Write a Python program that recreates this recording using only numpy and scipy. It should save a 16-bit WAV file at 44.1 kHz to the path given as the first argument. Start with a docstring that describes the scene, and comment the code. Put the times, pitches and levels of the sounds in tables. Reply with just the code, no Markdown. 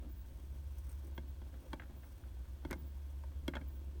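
"""Wind-up doll turning its head

In a quiet room, cams drop the doll's levers with dry clacks that ring its hollow body. Loose links
tick after them, and hair and cloth rustle faintly as it moves. Two low hums beat against each other
under a soft hiss; a very thin bearing squeak returns with each turn of the works."""
import sys
import numpy as np
from scipy import signal
from scipy.fft import rfft, irfft
from scipy.io import wavfile
from scipy.ndimage import uniform_filter1d

SR = 44100
rng = np.random.default_rng(int(sys.argv[2]) if len(sys.argv) > 2 else 0)


def persist_wave(psi):
    """Save psi, clipped to +-1, as 16-bit WAV."""
    counts = np.round(np.clip(psi, -1, 1) * 32767).astype(np.int16)
    wavfile.write(sys.argv[1], SR, np.atleast_2d(counts).T)


N = 176400
TIME = np.arange(N) / SR
HIT = TIME[:SR // 5]  # time axis of one hit

# modes of the hollow body: f/Hz, level/dB, t60/s
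BODY_MODES = [(162.2, -4, 0.14), (238.3, -0.5, 0.11), (280.4, 2.5, 0.043), (336, 1, 0.039),
              (539, 0.5, 0.041), (631, -2, 0.059), (911, 4, 0.03), (1030, -2.5, 0.022), (1512, 3, 0.026),
              (1626, -8, 0.046), (2198, -1.5, 0.028), (2684, -10.5, 0.028), (3268, 2.5, 0.021),
              (4170, -5.5, 0.0092)]


def amp(db):
    """Decibels to gain."""
    return 10 ** (np.asarray(db) / 20)


def unit(x):
    """Scales to rms 1."""
    return x / np.sqrt(np.mean(x ** 2) + 1e-20)


def read(points, hz):
    """Reads a curve on a log-frequency axis."""
    f, value = np.transpose(points)
    return np.interp(np.log(hz + 1), np.log(f + 1), value)


def add(mix, s, sound):
    """Mixes a sound in at time s."""
    part = mix[max(round(s * SR), 0):][:len(sound)]
    part += sound[:len(part)]


def colour(x, eq):
    """Shapes x with an EQ curve, at rms 1."""
    return unit(irfft(rfft(x) * amp(read(eq, np.fft.rfftfreq(len(x), 1 / SR))), len(x)))


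def ring(hz, db, t60, attack_s):
    """One struck mode swells and dies, detuned a little as each blow lands in a different place."""
    swell = 1 - np.exp(-(HIT / attack_s) ** 2)
    pitch = hz * (1 + 0.035 * (2 * rng.random() - 1))
    return swell * amp(db - 60 * HIT / t60) * np.sin(2 * np.pi * (pitch * HIT + rng.random()))


def burst(eq, db, t60, attack_s):
    """A short dying puff of coloured noise."""
    envelope = np.minimum(HIT / attack_s, 1) * amp(db - 60 * HIT / t60)
    return envelope * colour(rng.standard_normal(len(HIT)), eq)


def friction(eq, levels):
    """Dense tiny slips of uneven size make a grainy texture that rides a level curve."""
    slips_per_s, spread_db, slip_t60 = 700, 3, 0.021
    sizes = amp(spread_db * np.minimum(rng.exponential(1, N), 4))
    slips = sizes * (rng.random(N) < slips_per_s / SR)
    envelope = signal.fftconvolve(slips, amp(-60 * HIT / slip_t60))[:N]
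    grains = colour(envelope * rng.standard_normal(N), eq)
    return grains * amp(np.interp(TIME, *np.transpose(levels)))


def room_tone():
    """A steady bed of soft hiss and low room rumble."""
    # hiss spectrum: f/Hz, level/dB
    hiss_eq = [(40, -7), (110, -4), (180, -12), (260, -26), (450, -20.5), (900, -27), (1900, -31.5),
               (3300, -29.5), (4900, -34.5), (7600, -36.5), (8800, -35.5), (10500, -40), (11700, -36),
               (15000, -34.5), (17000, -36.5)]
    # rumble spectrum: f/Hz, level/dB
    rumble_eq = [(15, -7.5), (30, -29.5), (46, 5.5), (62, -12), (80, 4.5), (100, -10), (150, -19),
                 (400, -59.5)]
    hiss = amp(-64.5) * colour(rng.standard_normal(N), hiss_eq)
    rumble = amp(-55) * colour(rng.standard_normal(N), rumble_eq)
    return hiss + rumble


def reverb(x):
    """The room answers with a short tail of sparse reflections; the bass lingers longest."""
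    # room decay: f/Hz, t60/s
    decay = [(100, 0.53), (300, 0.096), (1000, 0.11), (3000, 0.051), (12000, 0.064)]
    wet_db, predelay_s, density = -12.5, 0.004, 0.1
    n = SR // 2
    taps = rng.choice([-1., 1.], n) * (rng.random(n) < density) * (TIME[:n] > predelay_s)
    hz, t, bands = signal.stft(taps, SR, nperseg=128)
    tail = signal.istft(bands * amp(-60 * t / read(decay, hz)[:, None]), SR, nperseg=128)[1]
    return amp(wet_db) * signal.fftconvolve(x, tail / np.linalg.norm(tail))[:N]


def hums():
    """Two low drifting tones, each with a weak octave, beat against each other."""
    # upper hum: t/s, f/Hz, level/dB
    upper = [(0, 64.7, -48.5), (.3, 67.48, -53), (.58, 68.85, -45), (.75, 71.07, -47), (1.2, 67.92, -45.5),
             (1.55, 66.57, -52), (2.25, 66.75, -54), (2.85, 69.13, -46), (3.5, 69.22, -45.5),
             (4, 68.6, -45.5)]
    # lower hum: t/s, f/Hz, level/dB
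    lower = [(0, 57.2, -51), (.35, 54.23, -54.5), (.65, 55.5, -55), (.85, 57, -47.5), (1.25, 58.54, -71),
             (1.45, 58.7, -55), (1.75, 59.76, -54.5), (2.05, 59.37, -63), (2.4, 59.25, -45.5),
             (2.8, 59.63, -67.5), (3.5, 59.08, -51), (4, 59.32, -58)]
    out = np.zeros(N)
    for curve in (upper, lower):
        s, hz, db = np.transpose(curve)
        phase = 2 * np.pi * (np.cumsum(np.interp(TIME, s, hz)) / SR + rng.random())
        tone = np.sin(phase) + amp(-28) * np.sin(2 * phase)
        out += np.sqrt(2) * amp(np.interp(TIME, s, db)) * tone
    return out


def whirr():
    """The running gears keep the body's resonances faintly sounding."""
    level_db, tilt_db_per_octave, width_hz = -70, -3.5, 43
    hz = np.fft.rfftfreq(N, 1 / SR)
    body = sum(amp(db + tilt_db_per_octave * np.log2(mode_hz)) / (1 + 2j * (hz - mode_hz) / width_hz)
               for mode_hz, db, _ in BODY_MODES)
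    return amp(level_db) * unit(irfft(rfft(rng.standard_normal(N)) * body, N))


def shuffle():
    """Friction in the moving works makes a low, grainy shuffle."""
    # spectrum of the works: f/Hz, level/dB
    works_eq = [(60, -21), (150, -0.5), (290, 3.5), (400, -8.5), (530, -8), (750, -13.5), (1500, -22.5),
                (2600, -30.5), (3300, -29), (5000, -42), (17000, -42)]
    # shuffle envelope: t/s, level/dB
    levels = [(0, -60), (.16, -69), (.95, -69.5), (1.1, -65.5), (1.35, -67), (1.6, -63.5), (1.9, -60.5),
              (2.15, -67), (2.6, -65), (2.759, -63.5), (2.861, -66.5), (3.35, -66.5), (3.6, -63),
              (3.88, -65.5), (4, -73)]
    return friction(works_eq, levels)


def cloth():
    """Hair and dress rustle as the head turns, with a few crackles topped by a narrow, bright zip."""
    # fabric spectrum: f/Hz, level/dB
    cloth_eq = [(1000, 2), (4000, -13.5), (6000, -3.5), (7500, -12), (8700, -1.5), (10500, -11),
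                (14000, -4), (17000, -3)]
    # rustle envelope: t/s, level/dB
    levels = [(0, -86), (.38, -70.5), (.55, -74), (0.899, -69.5), (1.1, -71.5), (1.248, -83), (1.68, -70.5),
              (1.799, -81), (2.1, -71.5), (2.3, -76), (2.95, -75.5), (4, -81)]
    # single crackles: t/s, broadband level/dB, zip level/dB
    crackles = [(0.396, -70, -61.5), (0.782, -57.5, -83), (0.8939, -60, -50.5), (.9144, -64, -62),
                (1.045, -63, -76), (1.069, -60, -68)]
    # zip spectrum: f/Hz, level/dB
    zip_eq = [(6500, -44), (8200, -10), (8750, 8), (9300, -15), (11000, -45)]
    out = friction(cloth_eq, levels)
    for s, db, zip_db in crackles:
        add(out, s, burst(cloth_eq, db, t60=0.068, attack_s=0.002))
        add(out, s, burst(zip_eq, zip_db, t60=0.02, attack_s=0.00099))
    return out


def squeaks():
    """A dry bearing sticks and slips: rough, broken glides of a very high tone."""
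    # squeaks, a group for each turn of the works: t/s, length/s, level/dB, start f/Hz, end f/Hz
    glides = [(.088, 0.019, -63, 15550, 15050), (.105, 0.029, -61, 15020, 14980),
              (0.148, .09, -64, 15100, 15880), (.268, 0.054, -74, 15700, 15780),
              (1.145, 0.041, -61, 15230, 14900), (1.278, .04, -65, 15650, 15750),
              (1.958, .045, -68, 14900, 15280), (2.002, 0.088, -71, 15500, 15770),
              (2.781, .042, -61.5, 15120, 15300), (2.842, 0.073, -67, 15300, 15600),
              (3.677, .016, -58, 15400, 15200), (3.691, .125, -69, 15130, 15850)]
    waver_hz, flicker_db = 85, 3
    out = np.zeros(N)
    for s, length, db, start_hz, end_hz in glides:
        progress = np.linspace(0, 1, int(length * SR))
        jitter = unit(uniform_filter1d(rng.standard_normal((2, SR)), size=90))
        waver, flicker = jitter[:, :len(progress)]
        hz = start_hz + (end_hz - start_hz) * progress + waver_hz * waver
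        envelope = amp(db + flicker_db * flicker) * np.sqrt(abs(np.sin(np.pi * progress)))
        add(out, s, envelope * np.sin(2 * np.pi * np.cumsum(hz) / SR))
    return out


def rod_rubs():
    """Moving rods rub briefly, each in its own low band."""
    # rod strokes: t/s, length/s, level/dB, centre f/Hz
    strokes = [(0, .125, -57.5, 286), (1.029, 0.085, -60.5, 330), (1.611, .09, -64.5, 500),
               (3.925, 0.077, -63.5, 369.4)]
    # rub spectrum: ratio to centre, level/dB
    band = [(.4, -20), (.8, -2.5), (1, 1.5), (1.3, -10), (2.2, -20), (6, -34.5), (20, -65)]
    out = np.zeros(N)
    for s, length, db, hz in strokes:
        swell = np.sqrt(np.hanning(int(length * SR)))
        noise = colour(rng.standard_normal(SR // 2), [(hz * ratio, level) for ratio, level in band])
        add(out, s, amp(db) * swell * unit(noise[:len(swell)]))
    return out


def link_ticks():
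    """Loose links tick with a few quickly damped modes and a light clatter."""
    # link hits: t/s, level/dB, f/Hz
    ticks = [(0.249, -56.5, 1610), (1.541, -55, 1790), (1.7972, -35.5, 2000), (1.8190, -43, 1800),
             (1.834, -47, 1560), (1.858, -55, 1560), (2.0324, -47.5, 1470), (2.043, -56, 1510),
             (2.237, -53, 1650), (2.4552, -56, 1560), (2.704, -40, 1650), (2.7158, -36.5, 2140),
             (2.73, -45, 1480), (3.2369, -57, 1476), (3.5370, -33, 1940), (3.5670, -32, 1520),
             (3.6127, -51, 1994)]
    # modes of a link: ratio to the hit's pitch, level/dB, t60/s
    modes = [(.58, -18, 0.017), (.82, -6.5, 0.012), (1, 1, 0.0073), (1.14, -32, 0.0054), (1.75, -8, 0.0031)]
    # link clatter spectrum: f/Hz, level/dB
    clatter_eq = [(200, -40), (600, 8), (950, 1), (1250, 3), (1550, 10.5), (2200, 1.5), (2700, -3),
                  (3400, -8.5), (5000, -23), (17000, -58)]
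    out = np.zeros(N)
    for s, level, hz in ticks:
        for ratio, db, t60 in modes:
            add(out, s, ring(hz * ratio, level + db, t60, attack_s=0.00068))
        add(out, s, burst(clatter_eq, level - 10, t60=0.037, attack_s=0.0016))
    return out


def base_thuds():
    """The hollow base gives under a blow with about two cycles of a low note."""
    # thuds: peak t/s, level/dB, f/Hz
    thuds = [(.075, -50.5, 290), (1.184, -41, 324), (1.7375, -36.5, 290), (2.656, -39, 288),
             (2.712, -38, 367), (2.720, -36, 238), (2.762, -44, 237), (3.4865, -27, 274),
             (3.621, -42.5, 262.6)]
    width_s, centre_s = 0.0037, HIT.mean()
    t = HIT - centre_s
    envelope = np.exp(-(t / width_s) ** 2)
    out = np.zeros(N)
    for s, db, hz in thuds:
        add(out, s - centre_s, amp(db) * envelope * np.cos(2 * np.pi * hz * t))
    return out


def lever_clacks():
    """A dropped lever makes a snap of contact, rings the body and sets its minor modes clattering."""
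    # lever drops: t/s, then level/dB of thump, knock, clack, ring and snap
    drops = [(1.1778, -45.5, -45.5, -47.5, -45, -78), (1.416, -55, -56, -64, -64, -74),
             (1.7310, -45, -38.5, -42, -42.5, -56.5), (2.649, -42, -47.5, -46, -49, -76),
             (2.7094, -41, -47, -40, -55, -44), (2.7281, -47.5, -40.5, -36, -51, -49),
             (3.2367, -71, -49.5, -62.5, -82, -83), (3.4796, -42.5, -38, -40, -33.5, -46.5),
             (3.5523, -47, -43.5, -43, -43, -66), (3.5570, -46, -43, -55, -41.5, -64),
             (3.5669, -52, -42, -61, -46, -66), (3.6130, -49.5, -63, -53, -61, -80)]
    # spectrum of the body's dense minor modes: f/Hz, level/dB
    clatter_eq = [(100, -28), (200, 11.5), (420, 0.5), (600, -13), (770, 3), (950, 11.5), (1280, -2.5),
                  (1550, -9), (2200, 3), (2600, -14), (3400, -6.5), (5000, -12), (17000, -34)]
    # contact snap spectrum: f/Hz, level/dB
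    snap_eq = [(500, -9), (1500, -10), (3500, 0.5), (5000, 4), (7400, 2), (8700, 2), (10500, -1.5),
               (13300, 2), (17000, -12)]
    thump_hz, knock_hz, clack_hz, ring_hz = 290, 700, 2060, 3000
    out = np.zeros(N)
    for s, thump_db, knock_db, clack_db, ring_db, snap_db in drops:
        blow_eq = [(thump_hz, thump_db), (knock_hz, knock_db), (clack_hz, clack_db), (ring_hz, ring_db)]
        for hz, db, t60 in BODY_MODES:
            attack_s = 0.0011 + 0.95 / hz  # low modes bloom more slowly
            add(out, s, ring(hz, db + read(blow_eq, hz), t60, attack_s))
        clatter_db = (knock_db + clack_db) / 2 - 0.5
        add(out, s, burst(clatter_eq, clatter_db, t60=0.03, attack_s=0.00098))
        add(out, s, burst(snap_eq, snap_db, t60=0.017, attack_s=0.0006))
    return out


def scene():
    """A mono mix: the doll and its reverb, with hums, squeaks and room tone left dry."""
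    doll = lever_clacks() + base_thuds() + link_ticks() + rod_rubs() + cloth() + whirr() + shuffle()
    return (doll + reverb(doll) + hums() + squeaks() + room_tone())[None]


def record(dry):
    """A steep low-pass trims the very top of the treble."""
    cutoff_hz = 17180
    lowpass = signal.firwin(511, cutoff_hz, window=("kaiser", 9), fs=SR)
    return signal.oaconvolve(dry, lowpass[None], "same")


dry = scene()
out = record(dry)
persist_wave(out)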